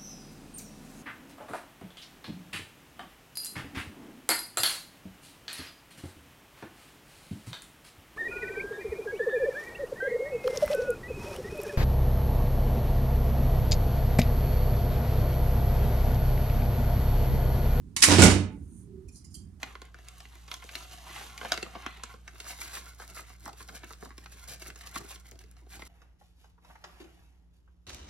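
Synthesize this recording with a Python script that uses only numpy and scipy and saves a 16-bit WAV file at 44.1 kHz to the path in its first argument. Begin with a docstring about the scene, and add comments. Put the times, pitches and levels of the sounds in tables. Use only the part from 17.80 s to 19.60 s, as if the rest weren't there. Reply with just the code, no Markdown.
"""A plastic hand slicer is pressed shut through a cucumber, over a steel sink in a small kitchen.
Over a low room rumble, the lid snaps loose at about 0.2 s. The blades crunch through the flesh,
bursting its cells, and near 0.4 s the lid slams home and the hollow body booms in its normal modes.
The low boom dies away faster from about 0.63 s. Around 1 s the wet slices rustle out,
and from 1.3 s the plastic ticks in the hand."""
import sys
import numpy as np
from scipy import signal
from scipy.fft import rfft, irfft, next_fast_len
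from scipy.io import wavfile
from scipy.ndimage import uniform_filter1d

SR = 44100
rng = np.random.default_rng(int(sys.argv[2]) if len(sys.argv) > 2 else 0)


def dump_mix(stems):
    """Bounce the given channels to the path in sys.argv[1] as a 16-bit WAV at rate SR."""
    frames = np.atleast_2d(stems).T  # one column per channel
    limited = np.clip(frames, -1, 1)  # hard clip at full scale
    pcm = np.round(limited * 32767).astype(np.int16)
    wavfile.write(sys.argv[1], SR, pcm)


N = 79380
T = np.arange(N) / SR
FFT_SIZE = next_fast_len(2 * N)
HZ = np.fft.rfftfreq(FFT_SIZE, 1 / SR)

# kitchen reverberation (frequency [Hz], T60 [s])
KITCHEN_T60 = [(80, 0.72), (300, 0.5), (700, 0.43), (2500, 0.39), (6000, 0.31), (15000, .27)]
# likeness of left and right (frequency [Hz], correlation [0-1])
COHERENCE = [(50, 1), (250, 0.78), (600, 1), (1300, 0.16), (4000, 0.22), (15000, 0.047)]
# stereo balance (frequency [Hz], left minus right [dB])
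BALANCE = [(60, -5), (200, -8), (380, -9.5), (750, -4), (2000, -5.5), (4400, -8), (8000, -5), (15000, -3)]

# spectra of the noisy sources (frequency [Hz], relative spectral density [dB])
RUMBLE_SPECTRUM = [(20, -28.5), (35, -14), (50, 3), (85, 1), (125, -8.5), (170, -4), (300, -14), (390, -21),
                   (480, -36), (650, -49), (1500, -61)]
HISS_SPECTRUM = [(400, -6.5), (1000, -3), (3000, -11), (10000, -10), (15000, -23.5)]
BUMP_SPECTRUM = [(25, -12.5), (60, 3), (100, 0.5), (160, -1), (300, -7), (480, -19), (900, -45.5)]
RUSTLE_SPECTRUM = [(2000, -34), (5000, -21), (6500, -3.5), (7600, -8.5), (9000, 0.5), (10500, -4.5),
                   (12500, -13.5), (15500, -32)]
TICK_SPECTRUM = [(1500, -23), (3800, -31), (4500, 1), (8500, -2), (11400, -5.5), (12300, -8), (14200, -11),
                 (15500, -18)]
KNOCK_SPECTRUM = [(25, -32.5), (60, -2), (110, -7), (200, 3.5), (320, -3), (500, -13), (900, -20),
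                  (3000, -62)]
CUT_SPECTRUM = [(30, -25), (150, 1.5), (300, 8.5), (600, -1.5), (1200, -0.5), (2600, -1.5), (5200, -4),
                (9000, -6.5), (10600, -14.5), (12000, -26), (15500, -35.5)]
SNAP_SPECTRUM = [(59, -55), (100, -28), (293, -11), (614, -24), (1040, -9.5), (1230, -11.5), (2090, -5.5),
                 (2370, -7), (3390, -11.5), (5750, -6.5), (9340, -5), (15500, -33)]
SLAM_SPECTRUM = [(60, -23), (180, -6), (300, -4), (550, 3), (750, -5.5), (1150, -6), (1440, 0),
                 (1750, -12.5), (2200, 2), (3300, -9.5), (7000, -4.5), (9500, -7.5), (10800, -14),
                 (12200, -24.5), (15500, -35)]

# slow swell of the rumble (time [s], level [dB])
RUMBLE_LEVEL = [(0, -44.5), (.7, -50.5), (.82, -41.5), (.96, -47), (1.12, -45.5), (1.28, -48), (1.4, -51),
                (1.6, -45.5), (1.8, -52)]
# faint tones (peak time [s], width [s], frequency [Hz], level [dB])
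HUM_SWELLS = [(0.718, 0.047, 870, -60), (.78, 0.08, 283, -48.5), (1.185, 0.0715, 376, -49.5),
              (1.16, 0.12, 400, -57)]
# hands shifting their grip (time [s], level [dB])
HAND_BUMPS = [(0.164, -33), (0.259, -26.5), (0.766, -35), (1.285, -37.5), (1.546, -46)]
# wet slices sliding (time [s], level [dB])
RUSTLE_LEVEL = [(.72, -68), (.8, -69), (.94, -61.5), (.98, -58.5), (1.03, -61.5), (1.08, -73), (1.13, -96)]
# plastic ticking (time [s], level [dB], rise [s], T60 [s], low ring [Hz], high ring [Hz])
PLASTIC_TICKS = [(1.277, -54.5, 0.0036, 0.034, 3900, 7270), (1.284, -53.5, 0.0015, 0.067, 2450, 5300),
                 (1.314, -56.5, 0.015, 0.3, 7130, 10200), (1.345, -53, 0.0049, 0.035, 4240, 5700),
                 (1.355, -47, 0.0051, 0.097, 5020, 8590), (1.44, -58, 0.0015, 0.044, 2070, 2900),
                 (1.444, -52, 0.0029, 0.081, 5080, 6840), (1.5, -60.5, 0.0058, 0.52, 5260, 9050),
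                 (1.5409, -42, 0.0016, 0.058, 4780, 6570), (1.547, -42, 0.0069, 0.06, 3200, 8970)]
# resonances of handle and frame (frequency [Hz], relative level [dB])
FRAME_RESONANCES = [(4200, -2.5), (4730, -14), (5020, -8.5), (5735, 4.5), (6570, -1.5), (7340, 4.5),
                    (8600, -3), (9130, 5.5), (9870, -4), (10300, 2), (11190, -0.5), (14000, -14)]
# pushes on the hollow body (time [s], boom level [dB], knock level [dB])
PUSHES = [(.278, -23, -25.5), (0.312, -28, -18.5), (0.344, -30.5, -22.5), (.384, -17.5, -9),
          (0.4198, -24.5, -10), (0.4642, -34.5, -21.5)]
# modes of the hollow body (frequency [Hz], relative level [dB], T60 [s])
BODY_MODES = [(93.6, 3.5, 1.2), (186.2, -5.5, 0.69), (216.7, 1, 0.73), (254.7, -3.5, 0.57),
              (295.2, -2.5, 1.2), (381.4, -18.5, .33), (530, -9.5, 0.28), (629.6, -9, 0.66),
              (890, -21.5, 0.067), (991, -19.5, 0.88)]
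# blades passing through the flesh (time [s], level [dB])
CUT_LEVEL = [(.255, -46.5), (.28, -28), (.315, -21), (.342, -19), (.362, -31.5), (.39, -20.5), (.42, -21.5),
             (.47, -23.5), (.52, -29), (.55, -52)]
# larger pieces of flesh and skin giving way (time [s], level [dB])
FRACTURES = [(0.2864, -15), (0.3069, -14), (0.3176, -14), (0.3423, -13), (0.3958, -13.5), (.4635, -16.5),
             (0.5221, -22)]
# latch letting go and catching (time [s], level [dB], band centre [Hz])
LATCH_CLICKS = [(0.205, -28, 7400), (0.2237, -10, 4400), (0.2273, -9.5, 5670), (0.2346, -7.5, 3254),
                (0.4202, -14.5, 7050)]
# resonances of the lid (frequency [Hz], relative level [dB])
LID_RESONANCES = [(2100, -7.5), (2250, 1), (2983, -5.5), (3850, -1), (4533, -4.5), (5790, -2.5), (5957, -1),
                  (7340, 0), (8190, -6)]
# lid snapping loose, then striking the frame (time [s], level [dB], T60 [s])
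LID_SNAPS = [(.1632, -20, 0.064), (.2185, -22.5, 0.096), (.2245, -8.5, 0.045), (.2362, -5.5, 0.059)]
LID_SLAMS = [(.333, -19.5, 0.034), (.395, -17.5, 0.048), (.4205, -11.5, 0.17), (.436, -10, 0.057),
             (.511, -20.5, 0.035)]


def amp(db):
    """Amplitude ratio: tenfold for every 20 dB."""
    return 10 ** (np.asarray(db) / 20)


def unit(x):
    """Normalisation to an rms of 1."""
    return x / np.sqrt(np.mean(x ** 2) + 1e-20)


def at_frequency(points, hz):
    """Interpolation on a logarithmic frequency axis."""
    table_hz, values = np.transpose(points)
    return np.interp(np.log(hz + 1), np.log(table_hz + 1), values)


def level_curve(points):
    """Amplitude envelope interpolated in decibels, silent outside its span."""
    times, db = np.transpose(points)
    return amp(np.interp(T, times, db)) * (T > times[0]) * (T < times[-1])


def strike(start, rise, t60):
    """Transient envelope: a quick rise and an exponential decay of 60 dB in t60 seconds."""
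    age = np.maximum(T - start, 0)
    return (1 - np.exp(-age / rise)) * np.exp(-np.log(1000) * age / t60)


def grit(spread_db):
    """Random amplitude modulation: stereo noise whose strength jumps about every millisecond."""
    grain = amp(spread_db * unit(uniform_filter1d(rng.standard_normal(N), size=40)))
    return unit(rng.standard_normal((2, N)) * grain)


def wandering_tone(hz, width_hz):
    """Narrow-band noise is heard as a tone of wandering strength and phase."""
    spectrum = rfft(rng.standard_normal(N), FFT_SIZE) * np.exp(-((HZ - hz) / width_hz) ** 2 / 2)
    band = signal.hilbert(irfft(spectrum, FFT_SIZE))[:N]
    return unit(band.real / np.sqrt(abs(band) + 1e-12))


def colour(x, spectrum):
    """Minimum-phase filtering: causal, and keeps the power of white noise."""
    log_gain = np.log(np.maximum(unit(amp(at_frequency(spectrum, HZ))), 1e-5))
    cepstrum = irfft(log_gain, FFT_SIZE)[:FFT_SIZE // 2]
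    response = np.exp(rfft(2 * cepstrum, FFT_SIZE) - cepstrum[0])
    return irfft(rfft(x, FFT_SIZE) * response, FFT_SIZE)[:, :N]


def resonate(x, modes, width_hz):
    """Forced resonance of parallel modes, keeping roughly the power of white noise."""
    ring = 0
    for k, (hz, db) in enumerate(modes):
        resonator = signal.iirpeak(hz, hz / width_hz, fs=SR)
        ring += (-1) ** k * amp(db) * signal.lfilter(*resonator, x + 1e-18)
    return ring / np.sqrt(sum(amp(db) ** 2 for _, db in modes) * np.pi * width_hz / SR)


def cohere(x):
    """Spatial coherence: two nearby points receive much the same bass but unrelated treble."""
    spectra = rfft(x, FFT_SIZE)
    angle = np.arcsin(np.clip(at_frequency(COHERENCE, HZ), 0, 1)) / 2
    return irfft(spectra * np.cos(angle) + spectra[::-1] * np.sin(angle), FFT_SIZE)[:, :N]


def kitchen(x, wet_db, build_s):
    """Reverberation: a diffuse tail builds up, then dies soonest in the treble."""
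    hz, age, spectra = signal.stft(rng.standard_normal((2, N)), SR, nperseg=256)
    decay = np.exp(-np.log(1000) * age / at_frequency(KITCHEN_T60, hz)[:, None])
    tail = signal.istft(spectra * decay, SR, nperseg=256)[1][:, :N]
    tail = unit(tail * (1 - np.exp(-(T / build_s) ** 2))) / np.sqrt(N)
    return x + amp(wet_db) * signal.fftconvolve(x, tail, axes=1)[:, :N]


def background():
    """Ambient noise: a swelling rumble, a thin hiss and faint narrow-band hums."""
    swell = amp(np.interp(T, *np.transpose(RUMBLE_LEVEL)))
    rumble = swell * colour(rng.standard_normal((2, N)), RUMBLE_SPECTRUM)
    hiss = amp(-67) * colour(rng.standard_normal((2, N)), HISS_SPECTRUM)
    hums = sum(amp(db) * np.exp(-((T - peak) / width) ** 2) * wandering_tone(hz, width_hz=6.0)
               for peak, width, hz, db in HUM_SWELLS)
    return cohere(rumble + hiss) + hums


def hand_bumps():
    """Soft impacts carry mostly low frequencies: the hands thud as they shift their grip."""
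    envelope = sum(amp(db) * strike(start, rise=0.0038, t60=0.04) for start, db in HAND_BUMPS)
    return colour(envelope * rng.standard_normal((2, N)), BUMP_SPECTRUM)


def slice_rustle():
    """Sliding friction: the wet slices give a high, grainy noise as they slip out."""
    return colour(level_curve(RUSTLE_LEVEL) * grit(spread_db=1.8), RUSTLE_SPECTRUM)


def plastic_ticks():
    """Frictional excitation: small scrapes ring the frame and two hollow spots near the fingers."""
    grip_detune, grip_spread_db = 0.012, 3  # the grip alters the frame's modes from tick to tick
    scrapes, rings = np.zeros((2, 2, N))
    friction = grit(spread_db=1.37)
    grips = rng.uniform(-1, 1, (len(PLASTIC_TICKS), len(FRAME_RESONANCES) + 1))
    for (start, db, rise, t60, low_hz, high_hz), (shift, *offsets) in zip(PLASTIC_TICKS, grips):
        scrape = friction * amp(db) * strike(start, rise, t60)
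        frame_modes = [(hz * (1 + grip_detune * shift), mode_db + grip_spread_db * offset)
                       for (hz, mode_db), offset in zip(FRAME_RESONANCES, offsets)]
        rings += resonate(scrape, frame_modes, width_hz=110)
        rings += resonate(scrape, [(low_hz, 0), (high_hz, 0)], width_hz=79)
        scrapes += scrape
    ticks = rings + amp(-2.5) * colour(scrapes, TICK_SPECTRUM)
    return kitchen(ticks, wet_db=-4.5, build_s=0.01)


def body_knocks():
    """Impact noise: the dull, toneless part of each push."""
    envelope = sum(amp(db) * strike(start, rise=0.0015, t60=0.12) for start, _, db in PUSHES)
    knocks = colour(envelope * grit(spread_db=0.93), KNOCK_SPECTRUM)
    return kitchen(knocks, wet_db=-6.5, build_s=0.018)


def body_boom():
    """Modal superposition: each push rings the hollow body; the boom dies away faster from 0.63 s."""
    rise_s, fade_start_s, fade_db_per_s = 0.0051, 0.63, 160
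    ring = np.zeros(N)
    for start, push_db, _ in PUSHES:
        for hz, mode_db, t60 in BODY_MODES:
            envelope = amp(push_db + mode_db) * strike(start, rise_s, t60)
            ring += envelope * np.sin(2 * np.pi * hz * (T - start))
    return ring * amp(-fade_db_per_s * np.maximum(T - fade_start_s, 0))


def cucumber_crunch():
    """Shot noise: countless cells burst under the blades; now and then a larger piece gives way."""
    cells_per_s, size_spread_db = 6000, 5
    sizes = amp(size_spread_db * np.minimum(rng.exponential(1, (2, N)), 4))
    signs = rng.choice([-1, 1], (2, N))
    bursting = rng.random((2, N)) < cells_per_s / SR
    fracture_power = sum((amp(db) * strike(start, rise=0.000067, t60=0.011)) ** 2
                         for start, db in FRACTURES)
    envelope = np.sqrt(level_curve(CUT_LEVEL) ** 2 + fracture_power)
    crunch = colour(unit(sizes * signs * bursting) * envelope, CUT_SPECTRUM)
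    return kitchen(crunch, wet_db=-3.5, build_s=0.0071)


def catch_ring():
    """Free vibration: one mode of the catch rings briefly at the end of the stroke."""
    start, hz = 0.4205, 1447
    return amp(-15.5) * strike(start, rise=0.001, t60=0.17) * np.sin(2 * np.pi * hz * (T - start))


def latch_clicks():
    """Brief contact gives a broad band: the hard edges of the latch let go and catch."""
    noise = rng.standard_normal((2, N))
    clicks = np.zeros((2, N))
    for start, db, hz in LATCH_CLICKS:
        burst = noise * amp(db) * strike(start, rise=0.000095, t60=0.016)
        clicks += resonate(burst, [(hz, 0)], width_hz=2600)
    return colour(clicks, SNAP_SPECTRUM)


def lid_impacts(impacts, spectrum, detune):
    """Impact excitation: gritty bursts add in power and ring the lid's modes."""
    power = sum((amp(db) * strike(start, rise=0.0016, t60=t60)) ** 2 for start, db, t60 in impacts)
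    bursts = np.sqrt(power) * grit(spread_db=-0.6)
    modes = [(hz * (1 + detune), db) for hz, db in LID_RESONANCES]
    return colour(bursts, spectrum) + amp(-7.5) * resonate(bursts, modes, width_hz=36)


def lid():
    """Contact shifts resonances: the lid snaps loose brightly, then clacks lower against the frame."""
    snaps = lid_impacts(LID_SNAPS, SNAP_SPECTRUM, detune=0) + latch_clicks()
    snaps = kitchen(snaps, wet_db=-3.5, build_s=0.0031)
    slams = lid_impacts(LID_SLAMS, SLAM_SPECTRUM, detune=-0.028)
    return snaps + kitchen(slams, wet_db=-4.0, build_s=0.0082)


def scene():
    """Superposition of all sources; a higher level on the right places them to that side."""
    stroke = cohere(lid() + cucumber_crunch() + body_knocks() + hand_bumps())
    handling = cohere(plastic_ticks() + slice_rustle())
    mix = stroke + body_boom() + catch_ring() + handling + background()
    half_db = at_frequency(BALANCE, HZ) / 2
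    gains = amp([half_db, -half_db])
    gains /= np.sqrt(np.mean(gains ** 2, axis=0))  # constant total power
    return irfft(rfft(mix, FFT_SIZE) * gains, FFT_SIZE)[:, :N]


def suppress_noise(x):
    """Spectral gating: every faint frequency is lowered, which cuts the tails short."""
    threshold_db, depth_db, smoothing_s = -80, -7, 0.0067
    window, hop = 512, 128
    spectra = signal.stft(x, SR, nperseg=window, noverlap=window - hop)[2]
    memory = np.exp(-hop / SR / smoothing_s)
    power = signal.lfilter([1 - memory], [1, -memory], np.mean(abs(spectra) ** 2, axis=0), axis=1)
    opening = power ** 2 / (power ** 2 + amp(2 * threshold_db) ** 2)
    gated = spectra * amp(depth_db * (1 - opening))
    return signal.istft(gated, SR, nperseg=window, noverlap=window - hop)[1][:, :N]


def record(dry):
    """Noise suppression, hard clipping of the loudest peaks, then band limiting."""
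    clipped = np.clip(suppress_noise(dry), -0.95, 0.95)
    lowpass = signal.firwin(511, cutoff=15750, window=("kaiser", 9), fs=SR)
    return signal.oaconvolve(clipped, lowpass[None], "same")


dry = scene()
out = record(dry)
dump_mix(out)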